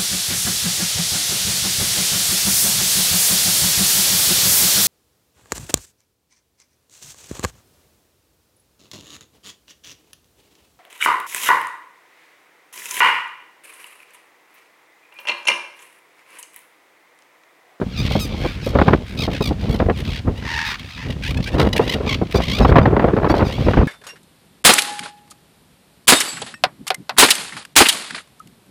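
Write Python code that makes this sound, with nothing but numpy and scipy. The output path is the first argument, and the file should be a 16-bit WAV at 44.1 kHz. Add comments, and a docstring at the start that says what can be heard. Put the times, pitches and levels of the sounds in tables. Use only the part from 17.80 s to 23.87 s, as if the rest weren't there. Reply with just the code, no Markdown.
"""A flock of terns calls on a windy shore, some close and bright, many far and dull.
From the start filtered noise gives a gusty rumble, slaps on the microphone and a faint shore hiss.
Overlapping far cries lie beneath; near ones enter at 0.1 s, pause after 0.9 s, resume at 1.25 s.
Each cry is a stack of partials on a gliding pitch that rises, falls or bends, most chopped into throbs:
a long growl comes at 2.6 s, barks crowd in from 3.6 s, slaps thicken after 4.8 s, a gust peaks at 6 s."""
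import sys
import numpy as np
from scipy import signal
from scipy.fft import rfft, irfft, next_fast_len
from scipy.io import wavfile
from scipy.ndimage import uniform_filter1d

SR = 44100
rng = np.random.default_rng(int(sys.argv[2]) if len(sys.argv) > 2 else 0)


def master_out(mix):
    """Clip the mix to full scale and print it as 16-bit PCM to the path in sys.argv[1]."""
    frames = np.transpose(np.atleast_2d(mix))
    ceiling = np.clip(frames, -1, 1)
    pcm = np.round(ceiling * 32767).astype(np.int16)
    wavfile.write(sys.argv[1], SR, pcm)


def boost_factor(decibels):
    """Convert a level in decibels to a linear amplitude factor."""
    exponent = np.asarray(decibels, float) / 20
    return 10 ** exponent


N = 267819
T = np.arange(N) / SR


def colour(x, points):
    """Linear filtering: weights the spectrum by (f/Hz, gain/dB) points joined on a log-frequency axis."""
    hz, db = np.transpose(points)
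    size = next_fast_len(len(x))
    f = np.maximum(np.arange(size // 2 + 1) * SR / size, 1)
    gain = boost_factor(np.interp(np.log(f), np.log(hz), db))
    return irfft(rfft(x, size) * gain, size)[:len(x)]


def unit(x):
    """Normalisation: scales a signal to rms 1."""
    return x / np.sqrt(np.mean(x ** 2))


def walk(rate, count=N):
    """Low-passed noise: smooth chance that changes about rate times a second, spread about 1."""
    k = max(int(SR / rate), 1)
    smooth = uniform_filter1d(uniform_filter1d(rng.standard_normal(count), k), k)
    return smooth * np.sqrt(1.523 * k)


def add(out, s, sound):
    """Superposition: mixes a sound in at time s."""
    i = int(max(s, 0) * SR)
    out[i:i + len(sound)] += sound[:N - i]


# Gusts at the microphone: peak t/s, rumble level/dB, flutter level/dB,
# rise t/s and fall t/s over 10 dB of rumble
GUST_TABLE = [(0.0, -34, -22.5, .1, 0.039), (.33, -18.5, -29, 0.45, .1), (.63, -21, -24.5, 0.28, 0.076),
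              (1.0, -16, -17.5, .13, .14), (1.14, -19.5, -20, 0.2, 0.054), (1.42, -23, -26, 0.099, 0.22),
              (1.7, -24.5, -34, 0.16, 0.26), (2.09, -17, -20, 0.41, 0.051), (2.26, -23.5, -34, 0.36, 0.23),
              (2.48, -17, -25, 0.04, .06), (2.56, -28, -35.5, 0.093, 0.56), (3.27, -26.5, -31.5, 0.038, .2),
              (3.6, -19, -30, 0.27, 0.065), (3.77, -15.5, -14.5, 0.038, 0.11),
              (3.83, -15, -11.5, 0.07, 0.078), (4.009, -24.5, -20, 0.27, 0.35),
              (4.43, -20, -27.5, 0.23, 0.025), (4.56, -19.5, -19.5, 0.032, 0.085),
              (4.83, -17.5, -16.5, 0.077, 0.35), (4.95, -13, -15.5, 0.19, 0.21),
              (5.28, -29, -19.5, 0.33, 0.59), (5.58, -22.5, -15, 0.57, 0.24),
              (5.999, -10, -16, 0.17, 0.081)]


def gusts():
    """Power addition: each gust builds and dies away in dB; gives rumble and flutter levels in dB."""
    lull_rumble_db, lull_flutter_db = -48.5, -51
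    flutter_steeper = 1.506  # dB of flutter for each dB of rumble on the flanks of a gust
    s, rumble_db, flutter_db, rise, fall = np.transpose(GUST_TABLE)[:, :, None]
    t = T[::64]  # a coarse time grid is enough for slow levels
    down_db = 10 * np.where(t < s, (s - t) / np.abs(rise), (t - s) / np.abs(fall))

    def total(db, lull_db):
        """Incoherent summation: powers of all gusts and of the lull add."""
        power = np.sum(boost_factor(2 * db), axis=0) + boost_factor(2 * lull_db)
        return np.interp(T, t, 10 * np.log10(power))

    rumble_total = total(rumble_db - down_db, lull_rumble_db)
    return rumble_total, total(flutter_db - flutter_steeper * down_db, lull_flutter_db)


# Eddies that burst on the port: t/s, slap level/dB (lowered 7 dB when played), crack level/dB
SLAP_TABLE = [(0.013, -5, -25), (0.308, -10, -23), (0.352, -3.5, -21), (0.648, -6.5, -21.5),
              (0.862, -6.5, -51), (0.951, 2, -14), (0.987, -7, -6.5), (1.014, -6, -5), (1.08, -2.5, -3.5),
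              (1.132, -2.5, -4), (1.476, -6, -39), (1.605, -2, -38), (1.708, -5, -43), (1.999, -6.5, -11),
              (2.084, -4.5, -28), (2.097, -3.5, -7), (2.473, -7.5, -44), (3.8, -19, -12), (3.829, -13, -25),
              (3.993, 1.5, -10), (4.202, -9.5, -40), (4.267, -10.5, -25), (4.412, -6, -39),
              (4.545, -7, -24), (4.601, -22, -16), (4.805, -6, -32), (4.848, -9, -1.5), (4.921, -7, -14),
              (4.956, -1, -3), (4.969, -6, -7), (4.983, -14, -1), (5.055, -31, -8), (5.126, -1, -45),
              (5.165, -2, -9.5), (5.194, -14, -7), (5.241, 2, -19), (5.332, -9, -46), (5.365, -4.5, -16),
              (5.444, -14, -13), (5.496, -11, -13), (5.54, -12, -12), (5.568, -10, -20),
              (5.592, -13, -13.5), (5.625, -17, -27), (5.865, -8, -24), (5.883, -7, -10.5),
              (5.934, -23, -4.5), (5.969, -4, -10.5), (6.009, -7, -37)]


def slaps():
    """Impulsive pressure: envelopes of a fast onset and decay for each slap and its briefer crack."""
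    slap, crack = np.zeros(N), np.zeros(N)
    t = np.arange(int(.08 * SR)) / SR
    slap_shape = np.clip(t / 0.004, 0, 1) * np.exp(-(t / 0.014) ** 1.56)
    crack_shape = np.clip(t / 0.0019, 0, 1) * np.exp(-(t / 0.0064) ** 1.07)
    for s, slap_db, crack_db in SLAP_TABLE:
        add(slap, s, boost_factor(slap_db - 7) * slap_shape)
        add(crack, s, boost_factor(crack_db) * crack_shape)
    return slap, crack


# Spectra of three layers of wind noise, relative level per Hz: f/Hz, level/dB
RUMBLE_SPECTRUM = [(24, -34), (40, 5.5), (70, 3.5), (260, -7.5), (340, -22), (570, -120)]
FLUTTER_SPECTRUM = [(100, -2), (200, -1), (500, -2), (900, -14), (2000, -31.5), (5000, -72)]
TEARING_SPECTRUM = [(500, 3.5), (1000, 3), (2000, -8), (4000, -26), (9000, -63), (16000, -45)]


def wind():
    """Turbulence at the port: small eddies shake the upper layers harder than the rumble."""
    rumble_db, flutter_db = gusts()
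    eddies = 1.97 * np.tanh(0.42 * walk(35.6) + 0.51 * walk(236))  # slow and fast eddies, bounded
    slap, crack = slaps()
    spectra = (RUMBLE_SPECTRUM, FLUTTER_SPECTRUM, TEARING_SPECTRUM)
    rumble, flutter, tearing = (unit(colour(rng.standard_normal(N), c)) for c in spectra)
    # tearing grows faster than the flutter as the flow quickens
    tear_db = -36 + 1.5 * (flutter_db + 22) + 6 * eddies
    rumble_gain = boost_factor(rumble_db + 3.17 * eddies) + 0.22 * slap
    flutter_gain = boost_factor(flutter_db - 3.5 + 4.98 * eddies) + slap * boost_factor(0.39 * eddies)
    tearing_gain = boost_factor(tear_db) + crack * boost_factor(1.7 * eddies)
    return rumble * rumble_gain + flutter * flutter_gain + tearing * tearing_gain


# Spectrum of the shore hiss, relative level per Hz: f/Hz, level/dB
SHORE_SPECTRUM = [(410, -28), (700, -5), (3260, -7), (7610, -20.5), (15800, -31)]


def shore():
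    """Broadband noise: the faint hiss of ripples and leaves, its level wavering slightly."""
    hiss = unit(colour(rng.standard_normal(N), SHORE_SPECTRUM))
    return boost_factor(-48.5 + 0.74 * walk(11.0)) * hiss


# Response of the throat: f/Hz, gain/dB
THROAT_RESPONSE = [(500, -14), (1000, 2.5), (1800, 0.5), (4800, -7.5), (6200, -14.5), (7300, -23.5),
                   (10000, -38)]
# Hiss of air past the beak, relative weighting: f/Hz, gain/dB
BREATH_RESPONSE = [(6000, -19), (7800, -3.5), (9500, -0.5), (10800, -6.5), (13000, -1), (16000, -9)]


def cry(length, throb, first_hz, middle_hz, last_hz, rough, beak_hz, treble_db, join=0):
    """Source and filter: partials pass throat and beak, unsteady at the ends, gated by the throb."""
    t = np.arange(int(length * SR)) / SR
    edge = (2 * t / length - 1) ** 2  # 0 in the middle, 1 at both ends
    glide = np.polyfit([0, .5, 1], [first_hz, middle_hz, last_hz], 2)
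    pitch = np.polyval(glide, t / length)
    # the membranes swing cleanly at full effort and tumble at the start and end
    chaos = np.clip(rough, 0, 1) * (.67 + .7 * edge)
    gate = boost_factor(1.9 * walk(60, count=len(t)))
    if throb > 20:  # throbs per s; otherwise the note is held
        beat = np.maximum(throb * t + .06 * walk(40, count=len(t)), 0)
        p = beat % 1  # place within the throb
        # three random values for each throb: loudness, pitch and steadiness
        own = rng.standard_normal((len(t) // 200 + 2, 3))[beat.astype(int)].T
        joined = join * (1 - edge)  # at full effort the voice carries on between puffs
        # each puff of air lasts about the same time: slow throbs leave gaps, fast ones run together
        puff = np.clip(p / throb / min(.013, 1 / throb), 0, 1)
        gate = throb / 450 + joined + boost_factor(2. * own[0]) * np.sin(np.pi * puff ** .65) ** 1.5
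        # every throb mostly holds its own step of the glide
        steps = np.polyval(glide, np.clip((beat - p + 0.3) / throb / length, 0, 1))
        scoop = .1 * np.exp(-p / .25)  # the pitch scoops up as the air gets through
        pitch = (.3 * pitch + .7 * steps) * (1 + 0.0398 * rough * own[1] - scoop)
        chaos = chaos * boost_factor(2. * own[2])
    jitter = .3 * chaos ** 2 * walk(900, count=len(t))
    phase = 2 * np.pi * np.cumsum(pitch * (1 + jitter)) / SR
    partials = unit(sum(np.cos(k * phase + k * k) for k in range(1, 14)))
    # strong and weak swings alternate, which puts lines half-way between the partials
    buzz = partials * (1 + 1.3 * chaos * np.cos(phase / 2))
    buzz = buzz + .9 * chaos * rng.standard_normal(len(t))
    buzz = buzz / np.sqrt(1 + 0.19 * chaos ** 2)  # offsets loudness added by tumbling
    beak = [(0.3 * beak_hz, -12), (0.51 * beak_hz, -1), (beak_hz, 7), (1.72 * beak_hz, 0)]
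    voice = unit(colour(colour(buzz, THROAT_RESPONSE), beak)) * gate
    breath = unit(colour(buzz + 0.98 * rng.standard_normal(len(t)), BREATH_RESPONSE))
    voice = voice + boost_factor(treble_db - 22.5) * breath * gate ** 1.54
    # long cries swell in, short ones start hard
    rise = np.clip(t / .003, 0, 1) * np.clip(.25 + t / length ** 2, 0, 1)
    swell = rise * np.clip((length - t) / 0.0049, 0, 1) * (1 - .5 * edge)
    return unit(voice * swell)


# Distant part of the flock: t/s, level/dB
FAR_LEVEL = [(0, -45), (.3, -33.5), (1.1, -43.5), (2.0, -49), (2.5, -63), (3.1, -41.5), (3.4, -46.5),
             (4.05, -52.5), (4.5, -40), (5.15, -62), (5.8, -43.5)]


def far_terns(count=70):
    """Superposition of many sources: overlapping dull cries down the shore, each at its own pitch."""
    out = np.zeros(N)
    for k, (a, b, c, d) in enumerate(rng.random((count, 4))):
        hz = 800 + 500 * a
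        length, throb, rough = .08 + .1 * b, 55 + 30 * d, .4 + .35 * b
        sound = cry(length, throb, .92 * hz, hz, .9 * hz, rough, 2.8 * hz, treble_db=-8.)
        add(out, (k + d) * N / SR / count, boost_factor(10 * c) * sound)
    return unit(out) * boost_factor(np.interp(T, *np.transpose(FAR_LEVEL)))


# Near cries: start t/s, end t/s, kind, throb f/Hz (0 for a held note), middle pitch f/Hz, level/dB
NEAR_CRIES = [
    (0.107, 0.19, "peep", 76, 1360, -42.5), (0.161, 0.225, "clear", 79, 1226, -30.5),
    (0.224, 0.288, "rasp", 80, 1120, -31), (0.288, 0.405, "rise", 69, 1093, -32),
    (0.395, 0.462, "shrill", 0, 1260, -31), (0.46, 0.482, "hoarse", 83, 928, -40),
    (0.517, 0.77, "mutter", 85, 1114, -38.5), (0.811, 0.883, "pipe", 0, 1263, -41.5),
    (0.842, 0.917, "shrill", 66, 1156, -42), (1.248, 1.385, "hoarse", 69, 795, -43.5),
    (1.371, 1.471, "bending fall", 65, 1233, -28.5), (1.5, 1.588, "rasp", 66.5, 946, -33),
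    (1.605, 1.696, "bright arch", 60.5, 1256, -30), (1.779, 1.886, "rasp", 67.5, 1250, -43),
    (1.889, 1.975, "bright arch", 59.5, 1120, -37), (1.987, 1.998, "peep", 0, 1290, -39.5),
    (2.115, 2.221, "peep", 0, 1070, -46.5), (2.159, 2.23, "hoarse", 71.5, 1047, -37),
    (2.234, 2.405, "rasp", 72.5, 1090, -34.5), (2.555, 2.613, "mutter", 47, 997, -41.5),
    (2.611, 2.962, "growl", 79.5, 914, -26), (2.704, 2.756, "peep", 26, 1256, -34),
    (2.837, 2.936, "fall", 0, 1230, -31.5), (2.992, 3.016, "fall", 56, 1028, -37.5),
    (3.019, 3.138, "rise", 80, 1260, -50), (3.165, 3.28, "growl", 84, 956, -37.5),
    (3.283, 3.337, "fall", 53, 990, -36), (3.42, 3.527, "climb", 71.5, 928, -29.5),
    (3.542, 3.615, "rise", 33, 893, -35.5), (3.625, 3.66, "bark", 61, 1125, -34.5),
    (3.658, 3.699, "mutter", 64.5, 781, -30), (3.716, 3.772, "mutter", 86, 953, -37),
    (3.779, 3.837, "bark", 64, 973, -26), (3.847, 3.895, "rise", 49, 986, -36.5),
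    (3.927, 3.947, "bark", 49, 1040, -23), (3.959, 3.985, "hoarse", 60, 967, -22),
    (3.996, 4.08, "mutter", 74, 943, -35), (4.074, 4.119, "rise", 52, 1043, -24.5),
    (4.12, 4.154, "fall", 64.5, 1003, -24), (4.165, 4.206, "peep", 0, 1250, -48),
    (4.259, 4.362, "dull dip", 62.5, 1127, -24.5), (4.508, 4.532, "hoarse", 75, 1070, -32.5),
    (4.54, 4.594, "pipe", 61.5, 1203, -30), (4.601, 4.668, "mutter", 58, 1053, -30.5),
    (4.664, 4.809, "climb", 59, 1148, -26.5), (4.81, 4.854, "pipe", 0, 1285, -36.5),
    (4.864, 4.917, "mutter", 61, 1154, -36), (5.009, 5.048, "peep", 60, 1310, -43.5),
    (5.484, 5.528, "pipe", 64, 1173, -34), (5.546, 5.617, "bark", 60.5, 1080, -37),
    (5.637, 5.704, "pipe", 73.5, 1210, -38.5), (5.68, 5.779, "climb", 70.5, 1021, -35),
    (5.77, 5.861, "mutter", 78.5, 1043, -40.5), (5.84, 5.87, "pipe", 0, 1290, -43.5),
    (5.859, 5.924, "rise", 0, 930, -39.5), (6.011, 6.06, "peep", 71, 933, -49)]
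# Kinds of cry: first and last pitch as shares of the middle pitch [ratio], beak resonance as a multiple
# of middle pitch [ratio], treble level/dB (lowered 22.5 dB in the cry),
# voice between the throbs [ratio to puff, sign ignored]
CRY_KINDS = {
    "climb": (.86, 1.36, 3, 0, 0.2), "dull dip": (1.2, 1.1, 2.5, -8.5, 0.3),
    "bending fall": (1.1, 0.76, 3.2, 1, 0.35), "bright arch": (1, .85, 3.3, 7.2, 0.018),
    "growl": (1.1, 1, 2.0, -10, -0.07), "rasp": (1.4, 0.6, 3, -1, 0.1),
    "clear": (1.15, 1.1, 3.5, -2, .4), "bark": (.98, 1.2, 3.7, 2.7, .05),
    "mutter": (1.0, 1.3, 3.0, -1, -0.8), "fall": (1.04, 0.98, 3.05, 1.8, 0.16),
    "rise": (.9, 1.05, 3.16, 1.9, 0.046), "shrill": (1.03, .91, 4.8, 14.7, .02),
    "pipe": (1.2, 1.14, 4, 1.5, -1.3), "hoarse": (.92, .93, 2.8, 5.8, .1),
    "peep": (1.4, 0.8, 2.9, -11, -0.5)}
# How unsteadily the membranes swing in each kind [0-1]
ROUGHNESS = {
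    "climb": .52, "dull dip": .45, "bright arch": .36, "growl": .64, "bending fall": .4, "rasp": .72,
    "clear": .2, "bark": .42, "mutter": .45, "fall": .48, "rise": .45, "shrill": .33, "pipe": .3,
    "hoarse": .75, "peep": .15}


def near_terns():
    """Amplitude-modulated tones: the cries that stand out, each with the pitch and timbre of its kind."""
    out = np.zeros(N)
    for start, end, kind, throb, hz, db in NEAR_CRIES:
        first, last, beak, treble_db, join = CRY_KINDS[kind]
        sound = cry(end - start, throb, first * hz, hz, last * hz, ROUGHNESS[kind], beak * hz,
                    treble_db, abs(join))
        add(out, start, boost_factor(db) * sound)
    return out


def scatter(x, t60=0.15, wet_db=-12):
    """Diffuse reflection: sand, water and scrub send back a short blur, decaying 60 dB in t60 seconds."""
    t = np.arange(int(.15 * SR)) / SR
    tail = rng.standard_normal(len(t)) * np.exp(-np.log(1000) * t / t60)
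    tail = tail / np.sqrt(np.sum(tail ** 2))
    return x + boost_factor(wet_db) * signal.fftconvolve(x, tail)[:N]


def scene():
    """Superposition in open air: scattered birds, the shore, and wind right on the microphone."""
    birds = scatter(near_terns() + far_terns())
    return (birds + shore() + wind())[None]


def low_pass(x):
    """Removes everything above the highest recorded frequency."""
    return signal.sosfilt(signal.butter(12, 15970, fs=SR, output="sos"), x)


def record(dry):
    """High-pass and saturation: the microphone drops deep bass, the converter rounds off hard slaps."""
    high_pass = signal.butter(2, 51.6, "high", fs=SR, output="sos")  # cutoff in Hz
    heard = signal.sosfilt(high_pass, dry)
    finished = heard / (1 + np.abs(heard) ** 6) ** (1 / 6)  # soft limit at full scale
    return low_pass(finished)


dry = scene()
out = record(dry)
master_out(out)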